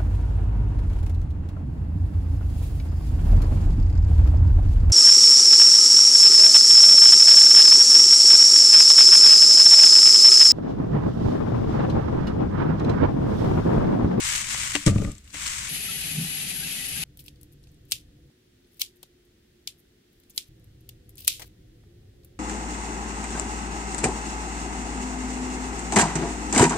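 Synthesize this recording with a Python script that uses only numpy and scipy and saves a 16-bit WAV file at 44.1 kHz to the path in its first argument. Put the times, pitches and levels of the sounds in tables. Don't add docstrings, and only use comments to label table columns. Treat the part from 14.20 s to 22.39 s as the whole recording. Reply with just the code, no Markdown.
import sys
import numpy as np
from scipy import signal
from scipy.fft import rfft, irfft, next_fast_len
from scipy.io import wavfile

SR = 44100
rng = np.random.default_rng(int(sys.argv[2]) if len(sys.argv) > 2 else 0)


def put_to_file(sound):
    columns = np.atleast_2d(sound).T
    safe = np.clip(columns, -1, 1)
    whole_steps = np.round(safe * 32767)
    wavfile.write(sys.argv[1], SR, whole_steps.astype(np.int16))


def rack_gain(trim_db):
    fader = np.asarray(trim_db, float)
    return 10 ** (fader / 20)


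N = 361179


def rms_one(x):
    return x / np.sqrt(np.mean(x ** 2) + 1e-20)


def level(x):
    return x / np.sqrt(np.mean(x.mean(axis=0) ** 2) + 1e-20)


def in_time(rows):
    s, *columns = np.transpose(rows)
    t = np.arange(N) / SR
    gate = (t >= s[0]) & (t < s[-1])
    return [np.interp(t, s, column) for column in columns] + [gate]


def at_hz(points, hz):
    points = np.array(points)
    return np.interp(np.log(hz), np.log(points[:, 0]), points[:, 1])


def colour(x, spectrum, pan=((1, 0), (2, 0))):
    length = x.shape[-1]
    size = next_fast_len(length)
    hz = np.fft.rfftfreq(size, 1 / SR) + 1
    gain_db = at_hz(spectrum, hz) + at_hz(pan, hz) * [[.5], [-.5]]
    return irfft(rfft(x, size) * rack_gain(gain_db), size)[:, :length]


def drift(rate_hz):
    r = np.exp(-2 * np.pi * rate_hz * 40 / SR)
    white = rng.standard_normal(N // 40 + 2002)
    slow = signal.lfilter([1], [1, -2 * r, r * r], white)[2000:]
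    return np.interp(np.arange(N) / 40, np.arange(len(slow)), rms_one(slow))


def resonate(x, hz, width_hz):
    r = np.exp(-np.pi * width_hz / SR)
    ring = [1, -2 * r * np.cos(2 * np.pi * hz / SR), r * r]
    return signal.lfilter(np.array([1, 0, -1]) * (1 - r * r) / 2, ring, x)


def room_noise(least_alike=-.99, left_lag=0):
    # pitch in Hz, likeness of left and right (1 = the same).
    likeness = [(60, 1), (130, 0.98), (290, 0.98), (640, -0.19), (1410, 0.21), (3100, -0.045),
                (6820, -0.19), (15000, -0.04)]
    size = next_fast_len(N)
    alike = np.clip(at_hz(likeness, np.fft.rfftfreq(size, 1 / SR) + 1), least_alike, .999)
    mid, side = rfft(rng.standard_normal((2, size)))
    spectra = np.sqrt(1 + alike) * mid + np.sqrt(1 - alike) * side * [[1], [-1]]
    left, right = irfft(spectra, size)[:, :N]
    return np.array([np.roll(left, left_lag), right])


def grains(per_s, spread_db, length_s, left_lag=-21):
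    sizes = rack_gain(spread_db * np.minimum(rng.exponential(1, N), 5))
    starts = sizes * (rng.random(N) < per_s / SR)
    r = np.exp(-1 / (length_s * SR))
    envelope = signal.lfilter([1], [1, -r], starts + 1e-18)
    return envelope * room_noise(least_alike=0.053, left_lag=left_lag)


def kitchen():
    # start in seconds, hum in dB, distant roar in dB, air hiss in dB.
    shots = [
        (0, -68, -67, -65),
        (1.493, -50.5, -65.5, -74),
        (2.84, -55, -70.5, -70.5),
        (4.10, -66, -67, -70.5),
        (6.287, -54.5, -68.5, -70.5),
        (7.636, -55, -64.5, -71),
    ]
    # pitch in Hz, level in dB.
    drones = [
        [(60, -51.5), (120, -80.5)],
        [(270, -59.5), (400, -64), (790, -67)],
        [(138, -60.5), (300, -64.5), (330, -69), (385, -73.5), (490, -75), (525, -83), (700, -89)],
        [(355, -69), (420, -80.5)],
        [(108, -59.5), (320, -65.5), (385, -70.5), (490, -75), (520, -80), (720, -87)],
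        [(97, -57.5), (350, -64.5), (410, -70), (535, -77), (755, -85.5)],
    ]
    # pitch in Hz, level in dB per Hz.
    hum_colour = [(12, -51.5), (20, 1.5), (22, -7.5), (54, 1.5), (135, -2), (232, -15.5), (341, -23.5),
                  (433, -28.5), (900, -42), (1170, -78), (1980, -120)]
    # pitch in Hz, level in dB per Hz.
    air_colour = [(410, -34), (700, -7), (757, -13.5), (819, -12.5), (1010, -14), (1870, -4.5), (2300, -8),
                  (3370, -5), (8210, -14), (15200, -16.5), (16000, -12)]
    starts, hum_db, roar_db, air_db = np.transpose(shots)
    shot = np.searchsorted(starts, np.arange(N) / SR, "right") - 1
    out = level(colour(room_noise(), hum_colour)) * rack_gain(hum_db[shot] + drift(21.0))
    roar = resonate(resonate(room_noise(), 160, 330), 160, 330)
    out += level(resonate(roar, 210, 370)) * rack_gain(roar_db[shot])
    white = room_noise()
    for k, lines in enumerate(drones):
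        here = shot == k
        for hz, db in lines:
            out[:, here] += rack_gain(db) * level(resonate(resonate(white[:, here], hz, 13), hz, 50))
    return out + level(colour(room_noise(), air_colour)) * rack_gain(air_db[shot])


def basin(push, favoured_hz, spread_db):
    # pitch in Hz, level in dB, seconds to fade by 60 dB, right side against left.
    modes = [(57.4, -3, 0.09, 0.98), (113, 2.5, 0.044, 0.99), (150, -12.5, 0.085, 0.86),
             (190, -8, 0.18, 0.34), (210, -14, 0.55, 1), (290, -6, 0.15, 0.56), (432, -4.5, 0.069, 0.071),
             (561, 5.5, 0.044, 0.05), (1020, -22.5, 0.044, 0.93), (1190, 10, 0.034, 1)]
    out = 0
    for hz, db, t60, right in modes:
        r, w = rack_gain(-60 / (min(t60, .3) * SR)), 2 * np.pi * hz / SR
        mode = signal.lfilter([0, np.sin(w)], [1, -2 * r * np.cos(w), r * r], push)
        mode_db = db - spread_db * abs(np.log2(hz / favoured_hz))
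        out = out + mode * rack_gain(mode_db) * np.array([[1], [right]])
    return out


def wriggle():
    # time in seconds, effort as rustle level in dB.
    bouts = [
        [(0.0, -33), (0.052, -29.5), (0.154, -28), (0.264, -35.5), (0.34, -30.5), (0.547, -33.5), (0.554, -31),
         (0.602, -40)],
        [(0.655, -41), (0.668, -25.5), (0.734, -48.5), (0.846, -46), (1.024, -66), (1.125, -55)],
        [(1.145, -39.5), (1.257, -35), (1.267, -29.5), (1.297, -34.5), (1.488, -36)],
    ]
    # pitch in Hz, level in dB per Hz.
    rustle = [(260, -45.5), (450, -24.5), (572, -12.5), (635, -23.5), (1040, -4), (1950, 1.5), (2100, 3),
              (4630, -3), (7810, 0.5), (12000, -16.5), (14400, -17), (15300, -26.5), (16000, -67)]
    # pitch in Hz, left against right in dB.
    rustle_pan = [(60, 8.5), (110, -6), (200, 22.5), (380, -10.5), (700, 11.5), (1290, 0), (2380, 4.5),
                  (4400, 3), (8120, 8.5), (15000, -8.5)]
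    effort_db, gate = in_time(np.concatenate(bouts))
    t = np.arange(N) / SR
    flip_s, flip_db, fade_db_per_s = .672, -14, 184.5
    rocking_db, rocking_end_s, stop_db_per_s = -27.5, 0.894, 338
    rocking_db = rocking_db - stop_db_per_s * np.maximum(t - rocking_end_s, 0)
    blow_db = flip_db - fade_db_per_s * abs(t - flip_s)
    flip = (t > flip_s) * rack_gain(np.maximum(blow_db, rocking_db))
    fizz = level(colour(grains(6300, spread_db=1.5, length_s=0.0019), rustle, rustle_pan))
    top = signal.sosfilt(signal.butter(2, 5000, "high", fs=SR, output="sos"), fizz)
    fizz = fizz + top * (rack_gain(2.0) - 1)
    rumble = level(basin(rng.standard_normal(N), 100, spread_db=9.0))
    shifting = rack_gain(-49.5 + 0.55 * (effort_db + 38.5))
    return gate * (rack_gain(effort_db + .5 * drift(25)) * fizz + (shifting + flip) * rumble)


def thuds():
    # time in seconds, peak in dB, favoured pitch in Hz, spread over tones in dB per octave.
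    landings = [(0.5514, -23, 308, 26), (0.664, -9.5, 150, 23), (0.6705, -3, 150, 7), (.680, -9, 113, 2),
                (0.698, -38, 100, 6.5), (0.713, -23, 190, 17), (0.7591, -10.5, 121, 8), (0.8, -16, 180, 28),
                (0.818, -19.5, 404, 26), (0.847, -21.5, 190, 5), (0.874, -21.5, 113, 5),
                (1.142, -39.5, 290, 12)]
    out = np.zeros((2, N))
    push = resonate(resonate(signal.unit_impulse(SR // 2), 73, 240), 250, 680)
    for s, db, favoured_hz, spread_db in landings:
        boom = basin(push, favoured_hz, spread_db)
        i = round(s * SR)
        out[:, i:i + len(push)] -= rack_gain(db) * boom / np.abs(boom).max()
    return out


def cracks(events, focus, t60, spectrum, rise_s=0.00028, spike=0, left_lag=20, tail_focus=0.12):
    # pitch in Hz, level in dB per Hz.
    echo_colour = [(530, -55), (1160, -30), (1750, -25), (2290, -9), (3260, -2), (4600, -5), (7100, -7.5),
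                   (11400, -10), (14900, -14.5), (16000, -28.5)]
    size, lead = 16384, 512
    out = np.zeros((2, N + size))
    t = np.maximum(np.arange(size) - lead, 0) / SR
    noise = rng.standard_normal((len(events), 5, size))
    snap = rack_gain(-60 * t / t60) * np.minimum(t / rise_s, 1)
    snap = snap + spike * rack_gain(-60 * t / 0.0011) * (t > 0)
    build_up = np.minimum(t / .003, 1)
    give = rack_gain(-60 * t / 0.012) * np.minimum(t / 0.0033, 1)
    echo_rms = colour(noise[0, 3:], echo_colour).std()
    for (s, db, pan_db, hz, echo_db, knock_db), white in zip(events, noise):
        narrow = np.clip(focus - 0.0079 * db, 0, .9)
        direct = white[2] * snap
        scattered = white[:2] * snap
        burst = colour(scattered + [np.roll(direct, left_lag), direct], spectrum)
        burst = (1 - narrow) * burst + narrow * 3 * resonate(burst, hz, 0.21 * hz)
        burst = burst / np.abs(burst).max(axis=1).mean() * 1.4 * rack_gain([[pan_db / 2], [-pan_db / 2]])
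        stretch = 1 + 1.8 * rack_gain(min(db, 0))
        answer = (rack_gain(12.5 - 60 * t / 0.019) + rack_gain(-60 * t / (0.12 * stretch))) * build_up
        settling = np.minimum(rack_gain(2.2 * white[2, ::64].repeat(64)), 1.5)
        tail = colour(white[3:] * answer * settling, echo_colour) / echo_rms
        kept = min(tail_focus, 1) * narrow
        tail = (1 - kept) * tail + kept * 3 * resonate(tail, hz, 0.21 * hz)
        knock = resonate(resonate(white[2] * give, 360, 760), 360, 900)
        knock = rack_gain(knock_db - 3.5) * knock / np.abs(knock).max()
        i = round(s * SR) - lead
        out[:, i:i + size] += rack_gain(db) * (burst + rack_gain(echo_db) * tail + knock)
    return out[:, :N]


def splashes():
    # time in seconds, peak in dB, left against right in dB, centre in Hz, low knock in dB.
    slap_events = [(0.345, -28.5, 3, 1100, 0), (0.432, -26.5, 1.5, 2240, -15),
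                   (0.5508, -18.5, 9.5, 1970, -4.5), (0.553, -11.5, 9, 3250, -11),
                   (0.5525, -20.5, 7, 950, -10.5), (0.5545, -22.5, 6, 4400, -11.5),
                   (0.552, -19, 5.5, 1700, -11.5), (0.5553, -17, 11, 2530, -7.5),
                   (0.562, -16.5, 7.5, 2600, -7.5), (0.6632, -14.5, 10.5, 7740, -21),
                   (0.6638, -19, 9, 5400, -19), (0.669, -17.5, 5, 7700, -8.5),
                   (0.6745, -17, 3.5, 7500, -6.5), (0.676, -22.5, 2.5, 2000, -4.5),
                   (0.679, -18, 5, 5500, -8.5), (0.697, -31.5, 3.5, 1950, -11), (0.76, -41, -1.5, 1600, 18),
                   (0.7827, -33.5, 16, 2330, 9), (0.8205, -44, 2, 1200, 14), (0.849, -35, 18, 1850, 4),
                   (1.149, -31, 8, 1900, -14), (1.156, -31, 8, 1900, -12), (1.1435, -32, 11, 2557, -4)]
    # time in seconds, peak in dB, left against right in dB, centre in Hz.
    drip_events = [
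        (0.917, -34.5, 7, 7600),
        (0.952, -44, 11, 6900),
        (0.9816, -40.5, 7, 8000),
        (1.044, -47, -3, 8300),
        (1.077, -43, 7, 2940),
        (1.1049, -43, 3.5, 4620),
        (1.1293, -39, 5, 7300),
        (1.261, -28, 10, 2500),
    ]
    # pitch in Hz, level in dB per Hz.
    wet = [(500, -30), (1000, -10.5), (2000, -1), (3500, -4.5), (5500, -8.5), (7800, -4), (10500, -14.5),
           (16000, -24.5)]
    slap_echo_db, drip_echo_db, drip_knock_db = -33, -19.5, -32
    slaps = [(*row[:4], slap_echo_db, row[4]) for row in slap_events]
    drips = [(*row, drip_echo_db, drip_knock_db) for row in drip_events]
    return cracks(slaps + drips, focus=0.5, t60=0.009, spectrum=wet, left_lag=-22)


def bubbles(size):
    per_s, cycles, pitches = 220, 60, 24
    born = rack_gain(5 * np.minimum(rng.exponential(1, size), 3)) * (rng.random(size) < per_s / SR)
    dealt = rng.integers(0, pitches, size)
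    lean = rack_gain(rng.normal(4.4, 3.2, pitches))
    out = 0
    for k, hz in enumerate(np.geomspace(1500, 4200, pitches)):
        ring = resonate(born * (dealt == k) + 1e-18, hz, 0.92 * hz / cycles)
        out = out + ring * [[lean[k]], [1]]
    return rack_gain(-49) * level(out)


def gulps():
    # time in seconds, level in dB, pitch in Hz.
    large_bubbles = [
        (1.685, -36, 1330),
        (2.425, -35, 1620),
        (2.76, -36, 1620),
        (1.78, -36, 2900),
    ]
    out, t = np.zeros(N), np.arange(8192) / SR
    for s, db, hz in large_bubbles:
        swell = rack_gain(db - 60 * t / 0.094) * np.minimum(t / 0.0068, 1)
        out[round(s * SR):][:len(t)] += swell * np.sin(2 * np.pi * hz * t)
    return out * rack_gain([[2.0], [-2.0]])


def tap():
    # pitch in Hz, level in dB per Hz.
    stream = [(130, -19.5), (220, -10.5), (278, -4), (344, -20), (398, -11.5), (493, -14.5), (786, -12),
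              (958, -19), (2570, 1), (4990, -3.5), (5500, -6.5), (6500, -5), (8390, -7), (11000, 1),
              (12000, -7), (16000, -21)]
    # pitch in Hz, left against right in dB.
    stream_pan = [(60, 2), (110, -18), (200, -2), (380, 1), (700, 4.5), (1290, 0.5), (2380, 4.5),
                  (4400, -0.5), (8120, 7.5), (15000, 5)]
    # pitch in Hz, width in Hz, level in dB.
    whistles = [(10700, 70, -53), (10975, 90, -47.5), (11270, 100, -44.5), (5990, 80, -58),
                (2580, 170, -52), (2960, 120, -52), (9910, 70, -57), (4870, 90, -57), (1965, 50, -57),
                (10350, 70, -58)]
    # time in seconds, peak in dB.
    surge_events = [
        (1.522, -43),
        (1.998, -25.5),
        (2.262, -40),
        (2.46, -43),
        (2.788, -38.5),
    ]
    from_s, to_s = 1.49, 2.838
    rise_db_per_s, fall_db_per_s = 241, 253
    out, run = np.zeros((2, N)), slice(round(from_s * SR), round(to_s * SR))
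    t = np.arange(N)[run] / SR
    surges = [db - np.where(t < s, rise_db_per_s, fall_db_per_s) * abs(t - s) for s, db in surge_events]
    drum_db = np.maximum(np.max(surges, axis=0), -50 + 3.3 * drift(9.1)[run])
    splash = level(colour(grains(6000, spread_db=-8.5, length_s=0.012), stream, stream_pan))
    splash = (splash * rack_gain(-35 + .9 * drift(14.4)))[:, run]
    air = room_noise()[:, run]
    for hz, width_hz, db in whistles:
        whistle = resonate(resonate(air, hz, width_hz), hz, 0.61 * width_hz)
        splash = splash + rack_gain(db + 2.9 * drift(9.8)[run]) * level(whistle) * rack_gain([[2.5], [-2.5]])
    drum = resonate(resonate(rng.standard_normal(len(t)), 162, 20), 162, 98)
    out[:, run] = splash + bubbles(len(t)) + rack_gain(drum_db) * rms_one(drum)
    return out


def crunch():
    # start in seconds, end in seconds, first level in dB, last level in dB.
    squeezes = [(2.991, 3.037, -46, -68.5), (3.048, 3.066, -59, -57), (3.062, 3.082, -45.5, -60),
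                (3.24, 3.26, -66, -77.5), (3.684, 3.711, -59.5, -55), (3.707, 3.727, -62.5, -26.5),
                (4.498, 4.588, -74, -63), (4.593, 4.621, -54, -20), (5.917, 6.09, -71.5, -76),
                (6.094, 6.124, -67, -72), (6.134, 6.177, -68.5, -51), (6.253, 6.287, -73, -57),
                (6.98, 7.06, -43.5, -53.5), (7.07, 7.08, -40.5, -15.5), (7.198, 7.23, -57, -52),
                (7.232, 7.28, -64, -55.5)]
    # pitch in Hz, level in dB per Hz.
    grit_colour = [(710, -48), (1200, -39.5), (2480, -1.5), (2830, 0), (5470, -1), (6580, -7.5), (12500, 1),
                   (16000, 0)]
    grit = level(colour(grains(2500, spread_db=2.5, length_s=.002, left_lag=20), grit_colour))
    grit = grit * rack_gain([[1.5], [-1.5]])
    pressure = np.zeros(N)
    for start, end, first_db, last_db in squeezes:
        i, j = round(start * SR), round(end * SR)
        pressure[i:j] += rack_gain(np.linspace(first_db, last_db, j - i) - 3.0)
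    return grit * pressure


def shell_breaks():
    # time in seconds, peak in dB, left against right in dB, centre in Hz, echo in dB.
    snap_events = [(3.0817, -33.5, -9, 2860, -20), (3.7122, -26, 8, 8960, -27), (3.72, -12.5, 6, 2800, -17),
                   (3.725, -22.5, -1.5, 5060, -19), (4.596, -30, 1.5, 12700, -26.5),
                   (4.599, -38, 1.5, 4600, -24), (4.606, -37, 0, 3350, -15.5), (4.616, -15, 3, 4300, -17),
                   (5.474, -24, 6, 4200, -13.5), (6.1775, -16, 4, 4300, -17),
                   (6.6907, -32.5, 10, 14140, -18.5), (7.047, -31.5, 7, 13400, -16.5),
                   (7.0726, -24, 5, 12130, -25.5), (7.0785, -3, 3, 11500, -23)]
    # time in seconds, peak in dB, left against right in dB, centre in Hz.
    splinter_events = [(2.9722, -39, 6, 13160), (2.993, -47, -10, 3730), (2.9982, -41, 9, 12000),
                       (3.004, -44.5, 6, 12000), (3.04, -47, 5, 11600), (3.063, -49, 7, 11570),
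                       (3.212, -46, 9, 11400), (3.2312, -45.5, 22, 12200), (3.319, -58, 6, 11500),
                       (3.43, -57, 5, 9500), (3.481, -61, 3, 7000), (3.49, -61, 3, 6000),
                       (3.325, -51.5, 12, 12200), (3.3324, -54, 12, 12400), (3.5167, -57.5, 5.5, 14000),
                       (3.652, -56, 6.5, 12310), (4.445, -59.5, 2, 4300), (4.4709, -61.5, 0, 9000),
                       (4.5198, -58, 2, 14550), (4.5323, -56.5, 4, 14930), (4.5443, -54, 5, 14500),
                       (4.5692, -52, 4.5, 15100), (4.7593, -55, 0, 13200), (4.768, -54, 3, 13240),
                       (5.0511, -60.5, 1, 11900), (5.578, -62.5, 0, 13000), (5.586, -57.5, 1.5, 13600),
                       (5.593, -54, 1, 13000), (5.601, -54, -2.5, 12500), (5.9294, -59, 5.5, 13700),
                       (5.9995, -52.5, 12, 14500), (6.0972, -45, 6, 15000), (6.1012, -41, 5, 15000),
                       (6.1063, -46.5, 1, 7000), (6.1485, -50, 7, 14400), (6.1614, -38.5, 6, 14000),
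                       (6.166, -42, 5.5, 14000), (6.172, -40, 6, 14500), (6.397, -58.5, 5.5, 13000),
                       (6.442, -53, 7.5, 12800), (6.607, -56, 4, 12000), (6.8927, -44.5, 10, 12100),
                       (6.9044, -56, 10, 11800), (6.955, -47, 12, 11700), (6.9714, -43, 1, 8400),
                       (6.981, -50, 1, 11640), (6.991, -40, 6, 12600), (7.005, -37.5, 9.5, 12970),
                       (7.02, -45, -7, 4245), (8.0467, -43, 7.5, 14000)]
    # time in seconds, peak in dB, left against right in dB, centre in Hz, low knock in dB.
    tap_events = [(2.8514, -65, -8, 4950, 3), (3.159, -55, 3, 4520, -13), (3.4384, -51.5, 2, 5100, -15),
                  (3.471, -53, -3, 2730, -7), (3.5437, -59, 13, 9000, -21), (4.0994, -66, 1, 3230, 8),
                  (4.8295, -36.5, 11, 14200, -7.5), (4.834, -48, 9, 4300, -1), (6.0357, -55, 6, 1790, -25),
                  (7.6368, -66.5, 1.5, 2030, 14), (8.0344, -55.5, 1, 4560, -12)]
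    scrap_events = [
        (7.195, -33.5, 5, 12100, -10),
        (7.203, -42, 9, 900, -3),
        (7.211, -44, 6, 1910, 1),
        (7.2186, -30, 4.5, 2100, -29),
        (7.2224, -39, 6, 4000, -13),
        (7.228, -43, 4.5, 2100, -5),
        (7.241, -48, 4.5, 1500, -2),
    ]
    # pitch in Hz, level in dB per Hz.
    shell = [(530, -49), (900, -19.5), (1590, -18), (2300, -7.5), (3230, 1), (6110, -2.5), (6970, -2),
             (10900, -2), (14700, -5), (16000, -9)]
    # pitch in Hz, level in dB per Hz.
    flesh = [(200, -3), (650, -1), (1200, -4), (2100, -2), (5000, -1), (11000, -6), (16000, -6)]
    tap_echo_db, splinter_echo_db, splinter_knock_db = -16.5, -17, -23.5
    snaps = [(*row, -52.5 - 0.8 * row[1]) for row in snap_events]
    splinters = [(*row, splinter_echo_db, splinter_knock_db) for row in splinter_events]
    taps = [(*row, tap_echo_db, knock_db) for *row, knock_db in tap_events]
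    scraps = [(*row, tap_echo_db - 7.0, knock_db) for *row, knock_db in scrap_events]
    out = cracks(scraps, focus=0.081, t60=0.049, rise_s=0.001, spectrum=flesh)
    out += cracks(snaps + taps, focus=0.27, t60=.008, spike=0.37, spectrum=shell)
    return out + cracks(splinters, focus=.58, t60=.008, tail_focus=0.9, spectrum=shell)


def blades():
    # time in seconds, peak in dB, far side in dB, pitch in Hz, low push in dB.
    clicks = [
        (3.71993, 2, -10, 3700, -54),
        (4.61645, -6, -3, 4400, -50),
        (5.47428, -12, -5, 4500, -48),
        (6.17748, -7, -3, 4400, -50),
        (7.07838, 1, -2, 10500, -29),
    ]
    # pitch in Hz, level in dB, seconds to fade by 60 dB.
    steel_tones = [(2540, -7.5, .02), (3300, -3, .04), (3960, -9, .025), (4400, -6.5, .025),
                   (4980, -1, .04), (5600, -6.5, .03), (6260, -6.5, .02), (8600, -2.5, .02),
                   (10400, -5, .02), (11200, -5.5, .025), (13300, -7, .015)]
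    # delay in milliseconds, level in dB.
    mic_paths = [
        [(.16, 0), (.68, -3), (1.08, -1), (1.36, -3), (1.9, -6), (2.35, -8)],
        [(0, 0), (.95, -13), (1.5, -15), (2.1, -15)],
    ]
    out, hit = np.zeros((2, N)), signal.unit_impulse(4096)
    push, t = resonate(hit, 650, 1200), np.arange(len(hit)) / SR
    modes = np.array([rack_gain(db - 60 * t / t60) * np.sin(2 * np.pi * hz * t) for hz, db, t60 in steel_tones])
    uneven = rng.standard_normal((len(clicks), 2, len(steel_tones)))
    edge = resonate(resonate(hit, 9700, 7000), 9700, 7000)
    edge = edge / np.abs(edge).max()
    for (s, db, far_db, hz, push_db), share in zip(clicks, uneven):
        pop = resonate(resonate(hit, hz, 4100), hz, 4100)
        pop = resonate(pop / np.abs(pop).max() + rack_gain(-5.5) * edge, hz, 4 * hz)
        pop = pop / np.abs(pop).max()
        i = round(s * SR)
        puff = rack_gain(push_db) * push / push.max()
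        ring = rack_gain(-32.5) * (rack_gain(3.0 * share) @ modes)
        out[:, i:i + len(hit)] += rack_gain(db) * (puff + ring)
        for side, paths in enumerate(mic_paths):
            for ms, path_db in paths:
                j = i + round(ms * SR / 1000)
                out[side, j:j + len(hit)] += rack_gain(db + path_db + far_db * (1.5 - side)) * pop
    return out


def scene():
    shrimp = wriggle() + thuds() + splashes()
    water = tap() + gulps()
    scissors = crunch() + shell_breaks() + blades()
    return kitchen() + shrimp + water + scissors


def thin_treble(x):
    from_hz, band_hz, below_db, chance_db = 9300, 345, -16, 4.5
    hz, _, z = signal.stft(x, SR, nperseg=2048, noverlap=1024)
    power = np.abs(z) ** 2 + 1e-20
    middle = power[:, (hz > 2000) & (hz < 9000)].mean(axis=(0, 1))
    for low in np.arange(from_hz, 16500, band_hz):
        band = (hz >= low) & (hz < low + band_hz)
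        margin = rack_gain(below_db + chance_db * rng.standard_normal(len(middle))) ** 2
        weak = power[:, band].mean(axis=(0, 1)) < margin * middle
        z[:, band] *= np.where(weak, .03, 1)
    return signal.istft(z, SR, nperseg=2048, noverlap=1024)[1][:, :N]


def low_pass(x):
    return signal.sosfilt(signal.butter(12, 16510, fs=SR, output="sos"), x)


def record(dry):
    limited = 1.1 * np.tanh(dry / 1.1)
    top_cut = signal.cheby2(16, 50, 16150, fs=SR, output="sos")
    mix = thin_treble(signal.sosfilt(top_cut, limited))
    return low_pass(mix)


dry = scene()
out = record(dry)
put_to_file(out)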